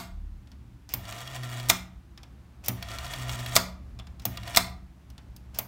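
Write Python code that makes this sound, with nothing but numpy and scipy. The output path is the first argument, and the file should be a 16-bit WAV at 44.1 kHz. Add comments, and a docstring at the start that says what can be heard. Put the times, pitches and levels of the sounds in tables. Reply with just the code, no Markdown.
"""A small, live room: a candlestick telephone is dialled on a wooden table, close to one microphone.
Four times a finger winds the wheel almost silently until it clicks on the metal stop. Three times the
wheel runs home under a whirring governor, clicking its pulse contacts, and lands with a clunk that
rings the base. The tail of an earlier landing and a handling bump on the recorder open the scene.
A soft, low rumble swells now and then underneath."""
import sys
import numpy as np
from scipy import signal
from scipy.fft import rfft, irfft, next_fast_len
from scipy.io import wavfile
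from scipy.ndimage import map_coordinates

SR = 44100
rng = np.random.default_rng(int(sys.argv[2]) if len(sys.argv) > 2 else 0)


def store_wav(level_fs):
    """Save 16-bit WAV to argv[1]."""
    pcm = np.round(np.clip(np.atleast_2d(level_fs), -1, 1) * 32767)
    wavfile.write(sys.argv[1], SR, pcm.T.astype(np.int16))


N = 250047
TIME = np.arange(N) / SR
RING = np.arange(int(.7 * SR)) / SR  # time since a strike [s]


def amp(db):
    """Decibels to gain."""
    return 10 ** (np.asarray(db) / 20)

def unit(x):
    """Scaled to rms 1."""
    return x / np.sqrt(np.mean(x ** 2) + 1e-20)

def along(points, hz):
    """(frequency, value) points read on a log frequency axis."""
    freqs, values = np.transpose(points)
    return np.interp(np.log(hz + 1), np.log(freqs), values)

def wobble(rate):
    """A smooth random curve, rate knots a second."""
    return map_coordinates(rng.standard_normal(int(N * rate / SR) + 4), [TIME * rate])

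def fade(t, t60):
    """Exponential decay, 60 dB in t60 seconds."""
    return np.exp(-np.log(1000) * t / t60)

def ramp(start, length):
    """Rises from 0 to 1 over length seconds."""
    return np.clip((TIME - start) / length, 0, 1)

def held(start, end, attack, release):
    """Attack from start, hold until end, release."""
    return ramp(start, attack) * (1 - ramp(end, release))

def add(track, s, sound):
    """Mix a sound into the track from time s on."""
    start = round(s * SR)
    part = sound[max(-start, 0):N - start]
    track[max(start, 0):][:len(part)] += part

def coloured(x, tone):
    """Causal filter with the given spectrum; white noise keeps its power."""
    size = 2 * next_fast_len(len(x) // 2 + 2048)
    gain = unit(amp(along(tone, np.fft.rfftfreq(size, 1 / SR))))
    cepstrum = irfft(np.log(gain + 1e-6))[:size // 2]
    cepstrum[1:] *= 2  # minimum phase
    return irfft(rfft(x, size) * np.exp(rfft(cepstrum, size)))[:len(x)]

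def steady_noise(tone):
    """Noise of rms 1 with the given spectrum."""
    return unit(coloured(rng.standard_normal(N), tone))

def dying_noise(decays):
    """A noise burst of energy 1 in which each frequency dies at its own speed."""
    hz, t, bands = signal.stft(rng.standard_normal(len(RING)), SR, nperseg=128)
    bands = bands * fade(t, along(decays, hz)[:, None])
    burst = signal.istft(bands, SR)[1][:len(RING)]
    return burst / np.linalg.norm(burst)

def resonant(x, modes):
    """What x stirs in a body with the given resonances."""
    size = next_fast_len(len(x) + SR // 8)
    f = np.fft.rfftfreq(size, 1 / SR)
    response = sum(amp(db) * 1j * f * width / (hz * hz - f * f + 1j * f * width)
                   for hz, width, db in modes)
    return irfft(rfft(x, size) * response, size)[:len(x)]

def struck(modes):
    """The ring of one tap; each tap shares its force a little differently among the resonances."""
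    t = RING[:len(RING) // 2]
    ring = np.zeros(len(RING))
    for hz, width, db in modes:
        gain = amp(db + rng.normal()) * 2 * np.pi * width / SR
        ring[:len(t)] += gain * np.exp(-np.pi * width * t) * np.sin(2 * np.pi * (hz * t + rng.random()))
    return ring

# reverberation of the small room: (frequency [Hz], t60 [s])
ROOM_DECAY = [(150, 0.43), (500, 0.53), (2500, 0.36), (7000, 0.28), (15000, 0.24)]
def in_room(x, wet_db):
    """The direct sound at the microphone, and the room's answer building up just behind it."""
    tail = dying_noise(ROOM_DECAY) * (1 - fade(RING, 0.081))
    return x + amp(wet_db) * signal.fftconvolve(x, tail)[:len(x)]

# ring of the dial's small metal parts: (frequency [Hz], t60 [s])
METAL_DECAY = [(400, 0.071), (1200, 0.22), (4000, 0.042), (14000, 0.031)]
def blow(tone, crack_t60, rattle_db):
    """A hard contact: a short crack and the dense ring of the small parts."""
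    envelope = fade(RING, crack_t60)
    crack = rng.standard_normal(len(RING)) * envelope
    rattle = amp(rattle_db) * dying_noise(METAL_DECAY)
    return np.linalg.norm(envelope) * coloured(crack / np.linalg.norm(crack) + rattle, tone)

# low modes of the base: (frequency [Hz], t60 [s], level on landing [dB], level at the stop [dB])
BASE_MODES = [(69, .5, -19, -31.5), (100.4, 0.4, -7.5, -13), (119.3, 0.38, -8, -2.5),
              (183.4, 0.81, -6, -15), (203, 0.1, -8.5, -2.5), (247.9, 0.27, -5, -10.5),
              (297.2, 0.2, -21.5, -11), (371.5, 0.25, -10, -16.5)]
def thud(landing, rise_s):
    """The base rocks on the table in its low modes."""
    rocking = np.zeros(len(RING))
    for hz, t60, landing_db, stop_db in BASE_MODES:
        gain = amp((landing_db if landing else stop_db) + rng.normal())
        rocking += gain * fade(RING, t60) * np.sin(2 * np.pi * (hz * RING + rng.random()))
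    return rocking * (1 - fade(RING, rise_s))

# resonances of the metal base and wheel: (frequency [Hz], width [Hz], relative level [dB])
HOUSING_MODES = [(675, 32, 0), (732.3, 44, -5), (1003, 37, -5.5), (1176, 54, -4.5), (1277, 28, -5),
                 (1421, 42, -5.5), (1921, 66, -7), (2127, 71, -4), (2365, 120, -8), (2747, 45, -12),
                 (3494, 92, -4), (3850, 67, -15), (3974, 110, -10), (4510, 170, -7.5), (5170, 61, -4.5),
                 (5900, 30, -15), (6720, 120, -10.5), (8000, 31, -14.5)]
# spectrum of a landing: (frequency [Hz], relative level [dB])
LANDING_TONE = [(100, -3.5), (300, -8.5), (600, -7.5), (1000, -2.5), (1600, -6.5), (3000, -7), (3700, 2.5),
                (5200, 0.5), (8000, 0), (11000, -5.5), (13000, -1), (15500, -2)]
# the wheel reaches home: (time [s], relative strike level [dB], thud level [dB])
LANDINGS = [(-0.035, -10, -33.5), (1.6993, -3.5, -29.5), (3.5641, -3, -29), (4.5717, -3, -29.5)]
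# the spring contacts snap over just before it lands: (time [s], relative level [dB])
SNAPS = [(1.6865, -24.5), (1.6928, -24.5), (1.6953, -13.5), (3.5536, -17), (3.5578, -14.5), (3.5615, -21),
         (4.562, -13.5), (4.567, -21.5)]
def wheel_landings():
    """The contacts snap over, then the wheel strikes home, bounces and shakes the whole telephone."""
    track = np.zeros(N)
    for s, db in SNAPS:
        snap = blow(LANDING_TONE, crack_t60=0.041, rattle_db=-10.5)
        add(track, s, amp(db - 2.5) * in_room(snap, wet_db=-10.5))
    for s, db, thud_db in LANDINGS:
        strike = blow(LANDING_TONE, crack_t60=0.016, rattle_db=-1.5) + amp(34.5) * struck(HOUSING_MODES)
        add(track, s, amp(db - 3.5) * in_room(strike, wet_db=-11.5))
        bounce = blow(LANDING_TONE, crack_t60=0.025, rattle_db=-3)
        add(track, s + 0.0088, amp(db - 19) * bounce)
        add(track, s, amp(thud_db) * thud(landing=True, rise_s=0.051))
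    return track

# spectrum of the quiet room: (frequency [Hz], relative level [dB])
ROOM_TONE = [(20, -32), (60, -3.5), (150, -3), (340, -11.5), (450, -26), (700, -21.5), (1300, -24.5),
             (4000, -33.5), (10000, -41.5), (16000, -43.5)]
def room_tone():
    """Faint, low, steady air around the microphone."""
    return amp(-56.5) * steady_noise(ROOM_TONE)

# spectrum of the low rumble: (frequency [Hz], relative level [dB])
LOW_RUMBLE_TONE = [(18, -40.5), (27, -28.5), (40, -5), (55, -1), (70, 3), (88, -13.5), (120, -4.5),
                   (155, -24.5), (185, -14), (300, -27.5), (500, -43.5), (900, -89)]
# the rumble swells: (start [s], end [s], level [dB])
RUMBLE_SWELLS = [(0.428, 0.746, -52.5), (0.878, 1.04, -53), (1.697, 1.96, -52.5), (2.84, 4.833, -47),
                 (5.03, 5.67, -53)]
def low_rumble():
    """A faint, low rumble swells with handling, and once after the wheel lands."""
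    floor = amp(-51.5)
    swells = sum(amp(db) * held(start, end, attack=0.1, release=0.06) for start, end, db in RUMBLE_SWELLS)
    return (floor + swells) * steady_noise(LOW_RUMBLE_TONE)

def handling_bump():
    """A brief, low handling bump on the recorder, in two deep tones."""
    swell = amp(-37) * held(0.085, 0.25, attack=0.061, release=0.22)
    lower = np.sin(2 * np.pi * 40 * TIME + .4 * wobble(13))
    upper = amp(-4.5) * np.sin(2 * np.pi * 73 * TIME)
    return swell * unit(lower + upper)

# spectrum of the rubbing fingertip: (frequency [Hz], relative level [dB])
FINGERTIP_TONE = [(200, 4), (700, 8.5), (1500, -0.5), (3500, -10), (5400, -12.5), (8000, -16.5),
                  (15500, -25.5)]
# the finger winds the wheel round: (start [s], end [s], relative level [dB])
WIND_UPS = [(0.464, 0.938, -74), (2.165, 2.681, -64.5), (3.797, 4.256, -62), (4.95, 5.587, -64.5)]
def finger_rub():
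    """A fingertip rubs round with the wheel under uneven pressure, hardest as it squeezes onto the stop."""
    slide = sum(amp(db) * held(start, end, attack=0.016, release=0.02) for start, end, db in WIND_UPS)
    squeeze = sum(amp(scrape_db + 0.5) * held(s - 0.057, s, attack=0.025, release=0.11)
                  for s, _, _, scrape_db in STOP_HITS)
    pressure = amp(1.3 * wobble(60) + wobble(12))
    rub = (slide + squeeze) * pressure * steady_noise(FINGERTIP_TONE)
    return amp(-5.5) * in_room(rub, wet_db=-2.5)

# resonances of the finger wheel: (frequency [Hz], width [Hz], relative level [dB])
WHEEL_MODES = [(680, 120, 1.5), (3450, 96, 9.5), (3740, 200, -10), (4660, 180, -42), (7000, 220, -7)]
# spectrum of a nail's tick: (frequency [Hz], relative level [dB])
NAIL_TONE = [(200, -13), (700, 1.5), (1800, -2), (3300, 2.5), (5200, 6.5), (8000, -5.5), (15500, -11.5)]
# the nail touches the wheel: (time [s], relative level [dB], treble tilt [dB])
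NAIL_TOUCHES = [(0.473, -51.5, -4), (0.517, -45, -5), (0.8912, -35, 4), (2.176, -38, -6.5),
                (2.232, -39, -6.5), (2.6463, -34, 23.5), (2.661, -26.5, 32), (3.990, -37.5, -11.5),
                (3.998, -41.5, -22.5), (4.070, -42.5, -6.5), (4.197, -38.5, 4.5), (4.220, -45.5, 7),
                (5.102, -44, 10), (5.180, -39.5, -6), (5.364, -37.5, 24), (5.547, -37.5, 15)]
def nail_ticks():
    """The nail ticks in the finger holes; the brighter the tick, the less the wheel rings."""
    track = np.zeros(N)
    for s, db, tilt_db in NAIL_TOUCHES:
        tone = [(hz, level + tilt_db * min(hz / 12000, 1)) for hz, level in NAIL_TONE]
        tick = blow(tone, crack_t60=0.021, rattle_db=2.5)
        ring = amp(22 - 0.72 * tilt_db) * struck(WHEEL_MODES)
        add(track, s, amp(db - 7.5) * in_room(tick + ring, wet_db=-12))
    return track

# spectrum of the stop's click: (frequency [Hz], relative level [dB])
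STOP_CLICK_TONE = [(150, -23), (700, -9), (1500, -21.5), (2300, -14), (4000, -13), (6000, -7), (8000, -13),
                   (11500, -6.5), (14300, 2.5), (16000, -2)]
# spectrum of the nail's scrape: (frequency [Hz], relative level [dB])
NAIL_SCRAPE_TONE = [(500, -21), (2500, 2), (4200, -8), (5250, 3), (6500, -5), (8500, -10.5), (12000, -21),
                    (15500, -7)]
# the finger meets the stop: (time [s], relative click level [dB], thud level [dB], scrape level [dB])
STOP_HITS = [(0.938, -20.5, -31.5, -52), (2.683, -16.5, -22, -48), (4.2535, -19, -25.5, -62.5),
             (5.587, -18.5, -36.5, -51.5)]
def finger_stops():
    """The nail scrapes onto the thin stop, which clicks brightly, with the finger's soft push behind."""
    track, scraping = np.zeros((2, N))
    for s, db, thud_db, scrape_db in STOP_HITS:
        click = blow(STOP_CLICK_TONE, crack_t60=0.024, rattle_db=5) + amp(22.5) * struck(HOUSING_MODES)
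        add(track, s, amp(db) * in_room(click, wet_db=-12))
        add(track, s, amp(thud_db) * thud(landing=False, rise_s=0.12))
        scraping += amp(scrape_db) * ((TIME > s - .044) & (TIME < s))
    grain = amp(2.5 * wobble(250)) * rng.standard_normal(N)
    return track + coloured(scraping * grain, NAIL_SCRAPE_TONE)

def tooth_envelope(turns, load):
    """The worm's teeth knock twice a turn, strong and weak by turns, and harder under load."""
    half_turns = np.floor(2 * turns + .06 * wobble(200))
    at = np.flatnonzero(np.diff(half_turns) > 0)
    force_db = np.minimum(5.5 * rng.standard_normal(len(at)) + 6.5 * load[at], 10.5)
    strong_side_db = 7 * (np.arange(len(at)) % 2)
    knocks = np.zeros(N)
    knocks[at] = amp(force_db + strong_side_db)
    return unit(signal.fftconvolve(knocks, fade(RING, t60=0.01))[:N])

# resonances of the plate under gears and contacts: (frequency [Hz], width [Hz], relative level [dB])
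PLATE_MODES = [(688, 40, 3), (1006, 40, -5), (1200, 49, -3.5), (1354, 23, -2), (1834, 91, -4),
               (2240, 170, -14), (2820, 77, -9), (3290, 35, -4), (4450, 150, -14), (5400, 120, -13.5)]
# spectrum of gear friction: (frequency [Hz], relative level [dB])
FRICTION_TONE = [(150, -11), (250, 4.5), (450, -3), (700, 3), (1600, 1), (3800, -1.5), (5000, -14.5),
                 (7000, -9), (11000, -22), (16000, -25)]
# spectrum of the teeth ticking: (frequency [Hz], relative level [dB])
GEAR_TICK_TONE = [(500, -21.5), (2000, -5.5), (4500, -5), (6000, -2.5), (8000, 1), (11500, -12.5),
                  (13500, -6), (16000, -6.5)]
# the wheel runs home: (let go [s], home [s], delay until the gears bite [s],
# relative whirr level [dB], relative tick level [dB])
RUNS_HOME = [(0.971, 1.706, 0.12, -43.5, -50.5), (2.78, 3.556, 0.13, -41, -46),
             (4.296, 4.57, 0.2, -42, -51)]
def governor():
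    """The spinning governor hums through the base; its worm gear scrapes, buzzes and ticks."""
    start_hz, peak_hz, steady_hz = 92.6, 130.3, 121.4  # it speeds up, overshoots and is braked
    spin_up_s, settle_s, brake_s, bite_s = 0.32, 0.26, 0.12, 0.061
    free_db, braked_db = -47, -37.5  # it hums louder once its weights press on the cup
    hum, whirr_level, tick_level, buzz = np.zeros((4, N))
    for start, home, bite_after, gear_db, tooth_db in RUNS_HOME:
        running = held(start - .04, home, attack=0.052, release=0.015)
        braking_at = start + spin_up_s
        hz = start_hz + (peak_hz - start_hz) * ramp(start, spin_up_s)
        hz += (steady_hz - peak_hz) * ramp(braking_at, settle_s)
        turns = np.cumsum(hz * (1 + .008 * wobble(30))) / SR
        angle = 2 * np.pi * turns
        harmonics = np.sin(angle) + amp(-18) * np.sin(2 * angle) + amp(-23.5) * np.sin(3 * angle)
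        hum_db = free_db + (braked_db - free_db) * ramp(braking_at, brake_s)
        hum += running * amp(hum_db + .8 * wobble(25)) * unit(harmonics)
        slack = 1 - ramp(start + bite_after - bite_s, bite_s)  # the gears are quieter until they bite
        load = wobble(45)  # the gear train loads and slackens unevenly
        whirr_db = gear_db - 7.5 * slack
        whirr_level += running * amp(whirr_db + 2.3 * load) * (1 + 0.091 * np.sin(angle))
        once_a_turn = np.diff(np.floor(turns), prepend=0)
        buzz += running * amp(whirr_db - 8.5) * unit(resonant(once_a_turn, PLATE_MODES))
        tick_level += running * amp(tooth_db - 24.5 * slack) * tooth_envelope(turns, load)
    friction = rng.standard_normal(N)
    whirr = unit(coloured(friction, FRICTION_TONE) + amp(17) * resonant(friction, PLATE_MODES))
    ticking = coloured(tick_level * rng.standard_normal(N), GEAR_TICK_TONE)
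    return hum + amp(-2) * whirr_level * whirr + buzz + amp(-2.7) * in_room(ticking, wet_db=-12)

# spectrum of a contact's click: (frequency [Hz], relative level [dB])
CONTACT_TONE = [(200, -17), (700, -4.5), (2600, 0), (3800, 5), (5000, -0.5), (7500, -6.5), (11000, -10),
                (14500, -8), (16000, -10.5)]
# the cam opens the pulse contacts: (time [s], relative level [dB])
CONTACT_OPENINGS = [(1.1233, -23), (1.274, -26), (1.4318, -23.5), (1.5981, -24), (2.8251, -19.5),
                    (2.9848, -20.5), (3.1356, -19), (3.2931, -20.5), (3.4607, -19), (4.372, -21),
                    (4.5472, -15.5)]
def pulse_contacts():
    """The leaves click open; mid-run they also click softly as the cam picks them up and as they close."""
    lead_s, close_s = 0.071, 0.06
    pickups = [(s - lead_s, db - 9) for s, db in CONTACT_OPENINGS]
    closings = [(s + close_s, db - 8.5) for s, db in CONTACT_OPENINGS]
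    soft_clicks = [(s, db) for s, db in pickups + closings
                   if any(start + lead_s < s < home for start, home, *_ in RUNS_HOME)]
    onset = 1 - fade(RING, 0.017)  # the leaves slide before they part
    track = np.zeros(N)
    for s, db in list(CONTACT_OPENINGS) + soft_clicks:
        wipe = onset * blow(CONTACT_TONE, crack_t60=0.018, rattle_db=-16)
        click = wipe + amp(13) * resonant(wipe, PLATE_MODES)
        add(track, s, amp(db - 2.5) * in_room(click, wet_db=-17))
    return track

def scene():
    """The dial close by, over low rumble and the quiet of the room, in mono."""
    mix = wheel_landings() + room_tone() + low_rumble() + handling_bump() + finger_rub()
    mix += nail_ticks() + finger_stops() + governor() + pulse_contacts()
    return mix[None]

def record(dry):
    """The microphone's chain rounds off the loudest peaks at full scale and cuts the highest treble."""
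    top_hz = 15900
    rounded = dry / (1 + np.abs(dry) ** 6) ** (1 / 6)
    size = next_fast_len(N + SR // 4)
    lowpass = 1 / (1 + (np.fft.rfftfreq(size, 1 / SR) / top_hz) ** 120)
    return irfft(rfft(rounded, size) * lowpass, size)[:, :N]

dry = scene()
out = record(dry)
store_wav(out)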